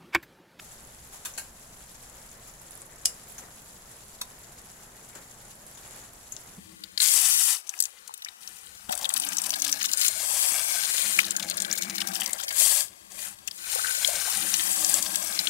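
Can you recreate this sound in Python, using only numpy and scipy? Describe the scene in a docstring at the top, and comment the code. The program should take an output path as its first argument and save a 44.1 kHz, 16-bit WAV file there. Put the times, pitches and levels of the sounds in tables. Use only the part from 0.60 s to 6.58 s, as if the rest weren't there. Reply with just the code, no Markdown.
"""Sizzle of vegetables in a wok: a fizz of noise under random tiny bubble bursts; spits and ticks are filtered snaps.
Thick sauce simmers and plops as gated noise with gliding gurgles; soft scrapes and rustles, in the pan and beside it,
are flickering noise, and the spoon squeaks thinly. It clinks on the wok and knocks it once more; two clatters come
from beside the stove: noise blows, ringing modes. The burner rushes, rumbles and hums underneath; the small kitchen
adds short tails. All is heard through the two microphone ports of a phone just above the wok."""
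import sys
import numpy as np
from scipy import signal
from scipy.fft import rfft, irfft, next_fast_len
from scipy.io import wavfile
from scipy.ndimage import uniform_filter1d

SR = 44100
rng = np.random.default_rng(int(sys.argv[2]) if len(sys.argv) > 2 else 0)


def bounce(signal):
    """Save signal as a 16-bit WAV file at the path given by the first command-line argument."""
    frames = np.transpose(np.atleast_2d(signal))
    limited = np.clip(frames, -1, 1)
    pcm = np.round(limited * 32767).astype(np.int16)
    wavfile.write(sys.argv[1], SR, pcm)


N = 263625
TIME_S = np.arange(N) / SR

# spectrum of fizz and bursting bubbles: (frequency [Hz], level [dB])
SIZZLE_SPECTRUM = [(300, -24.5), (1200, -6.5), (2500, -2), (4500, 0.5), (7300, 0.5), (10500, -2),
                   (13000, -5), (15500, -5)]
# brief swells and dips of the sizzle: (middle [s], half length [s], change [dB])
SIZZLE_SWELLS = [(.9, 0.074, -5), (2.702, 0.12, 1), (5.27, 0.11, 3.5), (5.387, 0.039, 4),
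                 (5.837, 0.16, 1.5)]
# snaps and ticks at set times, loud and faint: (time [s], level [dB], pitch [Hz], t60 [s], left minus right [dB])
TIMED_SNAPS = [(.7368, -43.5, 6500, 0.053, 3), (1.0172, -49, 7240, 0.014, -3), (1.7152, -46, 6650, .025, 0),
               (2.0160, -46, 11200, .012, -2), (2.1084, -39.5, 9600, 0.011, -5),
               (2.2178, -34, 9300, 0.0095, 7), (2.6975, -43, 9000, .012, -1),
               (2.7210, -43, 10200, .014, -1), (2.781, -43.5, 6200, .07, 0), (3.6762, -50, 9900, 0.011, 7),
               (4.1162, -46.5, 7400, .018, -2), (4.8522, -44, 7900, .01, -2),
               (5.1495, -48, 6500, 0.056, -1), (5.174, -49, 3400, 0.042, 4), (5.414, -48, 6800, 0.049, -2),
               (5.7208, -42, 11300, 0.024, -1), (5.7218, -36.5, 6700, 0.045, 0),
               (5.7654, -30.3, 6000, 0.007, 5.5), (5.7657, -39.5, 3900, .013, 4)]
# dull plops of thick sauce: (time [s], level [dB])
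SAUCE_PLOPS = [(2.485, -52.5), (2.822, -54), (4.554, -49.5), (5.245, -54.5), (5.418, -52.5), (5.85, -56.5)]
# spectrum of the steam in the sauce: (frequency [Hz], level [dB])
SAUCE_SPECTRUM = [(90, -14), (190, -1), (350, 1), (700, -3), (1200, -3), (2000, -2.5), (4000, -26),
                  (9000, -38)]
# soft scrapes and rustles, in the pan and beside it: (time [s], level [dB], rise [s], left minus right [dB])
SOFT_SCRAPES = [(0.509, -45, .039, 0), (1.85, -48.5, 0.029, 2), (2.53, -54.5, .04, -3),
                (2.68, -51.5, 0.018, -5), (2.778, -43, .005, 0.5), (2.82, -56, .004, 1),
                (4.551, -43.5, 0.0012, 4), (5.17, -49, 0.0032, 4)]
# spectrum of the scrapes: (frequency [Hz], level [dB])
SCRAPE_SPECTRUM = [(200, -10.5), (700, 0.5), (1300, 1.5), (2500, -2.5), (5000, -2.5), (7500, 0),
                   (11000, -4.5), (15500, -2.5)]
# spoon on bare metal, graze then blow: (time [s], level [dB], rise [s], t60 [s], left minus right [dB])
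SPOON_CLINKS = [(2.4507, -30.5, 0.0026, 0.03, -2), (2.4553, -21.5, .0005, 0.038, -3.5),
                (2.4559, -13.7, 0.00033, 0.011, -1.5)]
# spectrum of that blow at each port: (frequency [Hz], left [dB], right [dB])
CLINK_SPECTRA = [(200, -33, -30), (900, -30, -28), (1700, -20.5, -20), (2300, -15, -18), (3020, -8, -15.5),
                 (3970, -17, -12.5), (5150, 0, 5.5), (6200, -7, -5.5), (7340, -7, -3.5), (9050, -3.5, -10),
                 (10400, -8, -5), (11700, -12, -14.5), (13200, -10, -15), (15500, -27, -14)]
# ring of the spoon: (frequency [Hz], level [dB], t60 [s])
SPOON_MODES = [(2885, 3.5, .115), (3596, -2, .08), (4480, -7, .1), (5001, -11, .2), (5490, -6, .13),
               (5932, -5, .17), (7413, -4.5, .25), (7830, -5, .14), (8112, -3, .12), (10300, 1, .2),
               (13150, -8, .2), (13720, -10, .4)]
# spoon on the full wok, left-port gains used for both: (time [s], level [dB], rise [s], t60 [s], left minus right [dB])
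WOK_KNOCKS = [(3.6114, -32, 0.0022, 0.028, 1), (3.6153, -31, 0.00036, 0.029, 6)]
# spectrum of the knock: (frequency [Hz], level [dB])
KNOCK_SPECTRUM = [(300, -20), (750, -30), (1130, -11.5), (2100, -19), (2550, -10), (2950, -26), (3600, -2),
                  (4400, -6), (5000, -11), (5900, -9), (7300, -21), (8200, -9), (9200, -15), (10600, -14),
                  (15500, -17)]
# ring of the wok, damped by the food: (frequency [Hz], level [dB], t60 [s])
WOK_RING_MODES = [(1010, -8, .15), (1640, -2, .043), (3610, 2, .07), (5870, -1, .1), (6900, -7, .053),
                  (8190, 2, .06), (10280, 2, .05)]
# things knocking beside the stove: (time [s], level [dB], rise [s], t60 [s], left minus right [dB])
CLATTER_BLOWS = [(.6498, -33.5, 0.0003, 0.069, 1.5), (.6535, -35.5, 0.0022, 0.055, 3),
                 (.7764, -33.5, 0.00036, 0.042, 5.5), (.7795, -38, 0.002, 0.075, 0),
                 (.7935, -47, .001, 0.046, -2)]
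# blow spectrum of the first thing: (frequency [Hz], level [dB])
FIRST_THING_SPECTRUM = [(550, -17), (850, -8), (1600, -1), (2100, -9), (2700, -1), (4600, -5), (6200, -2.5),
                        (7400, -5.5), (15500, -2)]
# ring of the first thing: (frequency [Hz], level [dB], t60 [s])
FIRST_THING_RING = [(986, -5, .08), (1240, -5, .14), (1530, -2.5, .15), (1680, 0, .09), (1900, -1, .08),
                    (2480, -2, .08), (2780, -2, .08), (3620, 6, .09), (4280, 3, .09), (7520, 2, .1),
                    (11130, 4, .11)]
# blow spectrum of the second thing: (frequency [Hz], level [dB])
SECOND_THING_SPECTRUM = [(250, -19), (600, -7), (880, -3.5), (1050, -14), (1600, 0), (2050, -10),
                         (3000, -2), (3450, -15), (4250, 1.5), (5100, -4), (10500, -4), (15500, -7)]
# ring of the second thing: (frequency [Hz], level [dB], t60 [s])
SECOND_THING_RING = [(890, -5, .11), (1583, 0, .14), (1830, -2, .1), (2186, -3, .13), (2509, -2.5, .12),
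                     (2778, -6, .14), (4188, -2, .08), (7400, 2, .11), (10330, 1.5, .11), (11130, 0, .087)]
# rush of the burner and the kitchen: (frequency [Hz], level [dB])
BURNER_SPECTRUM = [(20, -7), (60, -8), (90, -1.5), (125, -0.5), (160, -0.5), (220, -3.5), (300, -9.5),
                   (700, -9), (1100, -11.2), (1800, -12.5), (2500, -19), (5000, -21)]
# deep rumble of the kitchen: (frequency [Hz], level [dB])
RUMBLE_SPECTRUM = [(15, -5), (25, -5), (38, 1), (65, -1.5), (100, -28), (300, -48)]
# how unlike the two ports hear sound from all sides: (frequency [Hz], side minus mid [dB])
PORT_WIDTH = [(120, -27.5), (225, -22), (290, -7.5), (380, -6.5), (700, -4), (1100, -.5)]
# resonances of the two microphone ports: (frequency [Hz], left [dB], right [dB])
PORT_RESONANCES = [(200, -0.5, -1), (710, 4, 2.5), (4770, 0.5, -2), (6040, 4.5, -2.5), (7370, 10.5, -0.5),
                   (8540, 3.5, 0), (9520, -3, 6), (10770, -3.5, 10.5), (11460, -5, 8), (13900, -10, 0.5),
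                   (15400, -2.5, -4)]

SIZZLE_DB = -54.5
# tiny bubbles open softly; below the pitch they grow more alike in strength
BUBBLE_RISE_S, BUBBLE_SNAPPY_HZ = 0.000052, 9800
# random spits: mean level and centre pitch
SMALL_SPITS_PER_S, SMALL_SPIT_DB, SMALL_SPIT_HZ, SMALL_SPIT_T60_S = 6, -50.5, 10600, 0.01
SPIT_WIDTH_HZ = 3100  # bandwidth of a snap with a t60 of 10 ms; longer ones are purer
SPIT_CRACK_DB = -8  # broad crack, against the pitched snap
PLOP_RISE_S, PLOP_T60_S = 0.0064, 0.32
SIMMER_DB, SIMMER_FLUTTER_DB, SIMMER_DB_PER_SIZZLE_DB = -65, 4.5, 1.2
# level against the steam
GURGLES_PER_S, GURGLE_DB, GURGLE_LOW_HZ, GURGLE_HIGH_HZ = 90, -6, 420, 2400
GURGLE_CYCLES, GURGLE_GLIDE = 22, .2  # cycles per t60; share by which the pitch rises in that time
SLIDE_T60_S, SLIDE_T60_PER_RISE = 0.16, 1.5  # gentler starts die away more slowly
SQUEAK_HZ = 13780
CLINK_RING_DB, CLINK_RING_SIDE_DB = -27.5, 7  # against the blow; left minus right
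KNOCK_LEFT_DELAY_S = .000136
RUMBLE_DB, RUMBLE_EBB_DB_PER_S = -58, 1
RING_BLUR_HZ = 6  # things still touch as they ring, so each pitch wavers over this width
PORTS_UNLIKE_HZ = 7000  # from here up a ring reaches the two ports in any phase
BURST_EVEN_HZ = 700  # the burst's power is evened out over bands of this width
TOP_HZ = 15720


def sizzle():
    """A fine fizz of steam under crackles that come in little flurries."""
    flurry = walk(rate=55)
    fizz = air() * undb(0.76 * flurry + 1.1 * walk(rate=8.3))
    crackle = bubbles(per_second=1700 * undb(4.5 * flurry), spread_db=3.1, side_db=9, t60=.0028)
    return colour(unit(fizz + crackle), SIZZLE_SPECTRUM) * undb(heat_db())


def heat_db():
    """Level of the sizzle: steady, with a few smooth swells and dips."""
    return SIZZLE_DB + sum(db * np.exp(-((TIME_S - s) / half) ** 2) for s, half, db in SIZZLE_SWELLS)


def bubbles(per_second, spread_db, side_db, t60, size=256):
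    """Tiny bubbles burst, each with its own pitch, length and place; the high ones are the most unequal."""
    start = np.flatnonzero((rng.random(N) < per_second / SR)[:-size])
    pitch, strength, place, length, *phases = rng.random((len(start), 6)).T[:, :, None]
    hz = 1200 + 14800 * pitch
    t = TIME_S[:size]
    unequal_db = spread_db * np.minimum(hz / BUBBLE_SNAPPY_HZ, 1) ** 2
    grain = undb(-unequal_db * (np.log(np.maximum(strength, .002)) + np.sqrt(2)))
    grain = grain * np.minimum(t / BUBBLE_RISE_S, 1) * fade(t, t60 * 2 ** (2 * length - 1))
    where = (start[:, None] + np.arange(size)).ravel()
    ports = []
    for sign, phase in zip((1, -1), phases):
        side_gain = undb(sign * side_db * (place - .5))
        wave = grain * side_gain * np.sin(2 * np.pi * (hz * t + phase))
        ports.append(np.bincount(where, wave.ravel(), N))
    return unit(np.array(ports))


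def spits():
    """Snaps and ticks at set times and small random spits: each a broad, quickly damped pitch."""
    out = np.zeros((2, N))
    t = TIME_S[:SR // 10]
    rows = list(TIMED_SNAPS)
    for when, strength, pitch in rng.uniform(-1, 1, (int(SMALL_SPITS_PER_S * N / SR), 3)):
        s = (when + 1) / 2 * TIME_S[-len(t) - 1]
        db = SMALL_SPIT_DB + 3 * strength
        rows.append((s, db, SMALL_SPIT_HZ * (1 + .15 * pitch), SMALL_SPIT_T60_S, -4))
    for s, db, hz, t60, side_db in rows:
        width_hz = SPIT_WIDTH_HZ * np.sqrt(.01 / t60)
        band_hz = np.clip([hz - width_hz / 2, hz + width_hz / 2], 500, TOP_HZ)
        cavity = signal.butter(2, band_hz, "band", fs=SR, output="sos")
        crack = rng.standard_normal((2, len(t)))
        pitched = unit(signal.sosfilt(cavity, crack))
        snap = (pitched + undb(SPIT_CRACK_DB) * crack) * fade(t, t60)
        start = int(s * SR)
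        out[:, start:start + len(t)] += undb(db) * pan(side_db) * snap
    return scatter(out, t60=0.15, db=-7.0)


def sauce():
    """Steam pushes through thick sauce: an uneven simmer that follows the sizzle, with larger plops."""
    plops = [(s, db, PLOP_RISE_S, PLOP_T60_S, 0) for s, db in SAUCE_PLOPS]
    boil_db = SIMMER_DB_PER_SIZZLE_DB * (heat_db() - SIZZLE_DB)
    flutter_db = SIMMER_FLUTTER_DB * np.tanh(walk(rate=12))
    simmer = undb(SIMMER_DB + boil_db + flutter_db)
    steam = np.hypot(contacts(plops), simmer)
    return colour(steam * air(), SAUCE_SPECTRUM) + undb(GURGLE_DB) * steam * gurgle()


def gurgle():
    """Bubbles open at the top of the sauce: the larger, the lower and longer, each gliding upward."""
    out = np.zeros((2, N))
    t = TIME_S[:SR // 10]
    for when, size, strength, place in rng.random((int(GURGLES_PER_S * N / SR), 4)):
        hz = GURGLE_HIGH_HZ * (GURGLE_LOW_HZ / GURGLE_HIGH_HZ) ** size
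        t60 = GURGLE_CYCLES / hz
        start = int(when * (N - len(t)))
        cycles = hz * t * (1 + GURGLE_GLIDE * t / t60 / 2)
        wave = np.sin(2 * np.pi * cycles) * fade(t, t60)
        out[:, start:start + len(t)] += strength * np.sqrt(hz) * pan(10 * (place - .5)) * wave
    return unit(scatter(out, t60=.15, db=-3))


def scrapes():
    """Soft scrapes in small uneven slips: noise with a fast random level."""
    slides = [(s, db, rise, SLIDE_T60_S + SLIDE_T60_PER_RISE * rise, side_db)
              for s, db, rise, side_db in SOFT_SCRAPES]
    return colour(contacts(slides) * air() * undb(1.3 * walk(rate=310)), SCRAPE_SPECTRUM)


def squeak():
    """Dragged over the pan, the spoon sings thinly and unevenly at one pitch."""
    drag = contacts([(2.675, -49, .012, .4, -2)])  # (time [s], level [dB], rise [s], t60 [s], left minus right [dB])
    return drag * walk(rate=180) * np.sin(2 * np.pi * SQUEAK_HZ * TIME_S)


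def clink():
    """A hard contact, so close that each port hears its own colour, sets the spoon ringing."""
    table = np.array(CLINK_SPECTRA)
    hz = table[:, 0]
    blow = np.vstack([colour(x, np.column_stack([hz, db]))
                      for x, db in zip(burst(SPOON_CLINKS), table[:, 1:].T)])
    tone = undb(CLINK_RING_DB) * pan(CLINK_RING_SIDE_DB) * ring(SPOON_CLINKS[-1:], SPOON_MODES)
    return scatter(blow, t60=0.18, db=-9.0) + tone


def knock():
    """The full wok answers with a short clack that reaches the left port a little later."""
    blow = colour(burst(WOK_KNOCKS), KNOCK_SPECTRUM)
    clack = (blow + undb(-7) * ring(WOK_KNOCKS[:1], WOK_RING_MODES))[0]
    left = np.interp(TIME_S - KNOCK_LEFT_DELAY_S, TIME_S, clack)
    return scatter(np.array([left, clack]), t60=0.11, db=-8.5)


def clatter():
    """Two things land in turn, each with its own blows and ring; further off, they carry more of the kitchen."""
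    first_blow = colour(burst(CLATTER_BLOWS[:2]), FIRST_THING_SPECTRUM)
    second_blow = colour(burst(CLATTER_BLOWS[2:]), SECOND_THING_SPECTRUM)
    first_ring = undb(-10) * ring(CLATTER_BLOWS[1:2], FIRST_THING_RING)
    second_ring = undb(-5.5) * ring(CLATTER_BLOWS[3:], SECOND_THING_RING)
    return scatter(first_blow + second_blow, t60=0.23, db=-2.0) + first_ring + second_ring


def burner():
    """Gently wavering rush, a slowly ebbing rumble and a faint hum."""
    rush = undb(-54.0) * colour(air() * undb(0.53 * walk(rate=9)), BURNER_SPECTRUM)
    rumble_noise = air() + undb(-18) * rng.standard_normal((2, N))  # the second part differs at each port
    rumble = colour(rumble_noise, RUMBLE_SPECTRUM) * undb(RUMBLE_DB - RUMBLE_EBB_DB_PER_S * TIME_S)
    hum = undb(-65.0) * np.sin(2 * np.pi * 120 * TIME_S + 0.92 * walk(rate=3.9))
    return rush + rumble + hum


def contacts(rows):
    """Strength of each contact at both ports: it builds up and dies away."""
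    force = np.zeros((2, N))
    for s, db, rise, t60, side_db in rows:
        span = slice(int(s * SR), int((s + .6) * SR))
        t = TIME_S[span] - s
        shape = np.clip(t / rise, 0, 1) * fade(np.maximum(t - rise, 0), t60)
        force[:, span] += undb(db) * pan(side_db) * shape
    return force


def burst(rows, size=16384):
    """Rough noise of hard contacts, its power evened out over all pitches."""
    start = int(rows[0][0] * SR) - size // 10
    force = contacts(rows)[:, start:start + size]
    spectrum = rfft(force * two_ports(rng.standard_normal((2, size))))
    power = uniform_filter1d(np.abs(spectrum) ** 2, int(BURST_EVEN_HZ * size / SR), axis=1)
    strength = np.linalg.norm(force, axis=1, keepdims=True)
    out = np.zeros((2, N))
    out[:, start:start + size] = irfft(spectrum * strength / np.sqrt(power))
    return out


def ring(rows, modes):
    """Every blow sets the same modes ringing; the low ones reach both ports nearly in step."""
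    t = TIME_S[:SR // 2]
    out = np.zeros((2, N))
    for s, db, rise, *_ in rows:
        start = int((s + rise) * SR)
        for hz, mode_db, t60 in modes:
            phase = rng.random() + min(hz / PORTS_UNLIKE_HZ, 1) * rng.random((2, 1))
            waver = np.cumsum(rng.standard_normal(len(t))) * np.sqrt(RING_BLUR_HZ / (2 * np.pi * SR))
            tone = np.sin(2 * np.pi * (hz * t + phase + waver)) * fade(t, t60)
            out[:, start:start + len(t)] += undb(db + mode_db) * tone
    return out


def scatter(x, t60, db):
    """Add a diffuse tail of reflections."""
    t = TIME_S[:SR // 2]
    tail = two_ports(rng.standard_normal((2, len(t)))) * fade(t, t60)
    return x + undb(db) * convolve(x, tail / np.linalg.norm(tail, axis=1, keepdims=True))


def two_ports(x):
    """Sound from all sides: long waves reach both ports alike, short ones nearly unrelated."""
    size = x.shape[1]
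    width = undb(np.interp(np.fft.rfftfreq(size, 1 / SR), *np.transpose(PORT_WIDTH)))
    gains = np.array([np.ones_like(width), width]) / np.hypot(1, width)
    mid, side = irfft(rfft(x) * gains, size)
    return np.array([mid + side, mid - side])


def air():
    """White noise as the two ports hear it."""
    return two_ports(rng.standard_normal((2, next_fast_len(N, True))))[:, :N]


def walk(rate):
    """Smooth random course of rms near 1, with about rate new values per second."""
    hold = max(int(SR / rate), 1)
    steps = np.repeat(rng.standard_normal(N // hold + 1), hold)
    return unit(uniform_filter1d(steps, hold)[:N])


def colour(x, points):
    """Shape a white sound without changing its power."""
    h = response(points)
    return convolve(x, h / np.linalg.norm(h))


def response(points, size=8192):
    """Minimum-phase impulse response through (frequency [Hz], level [dB]) points."""
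    hz, db = np.transpose(points)
    grid_hz = np.maximum(np.fft.rfftfreq(size, 1 / SR), 1)
    gain = undb(np.interp(np.log(grid_hz), np.log(hz), db))
    cepstrum = irfft(np.log(gain))
    cepstrum[1:size // 2] *= 2  # fold to the causal side
    cepstrum[size // 2 + 1:] = 0
    return irfft(np.exp(rfft(cepstrum)))


def convolve(x, impulse):
    """Pass each channel through an impulse response."""
    return signal.fftconvolve(np.atleast_2d(x), np.atleast_2d(impulse), axes=1)[:, :N]


def fade(t, t60):
    """Exponential decay by 60 dB per t60 from t = 0, silent before."""
    return (t >= 0) * np.exp(-np.log(1000) * np.maximum(t, 0) / t60)


def pan(db):
    """Left and right gains for a level difference."""
    return undb(np.array([[db], [-db]]) / 2)


def unit(x):
    """Scale to rms 1."""
    return x / np.sqrt(np.mean(x ** 2))


def undb(db):
    """Decibels to gain."""
    return 10 ** (np.asarray(db) / 20)


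def scene():
    """Everything at and beside the stove."""
    return sizzle() + spits() + sauce() + clink() + knock() + scrapes() + squeak() + clatter() + burner()


def record(dry):
    """Each microphone port has its own resonances; the phone cuts the top."""
    ports = np.array(PORT_RESONANCES)
    heard = convolve(dry, [response(ports[:, [0, 1]]), response(ports[:, [0, 2]])])
    return signal.sosfilt(signal.ellip(10, .2, 80, TOP_HZ, fs=SR, output="sos"), heard)


dry = scene()
out = record(dry)
bounce(out)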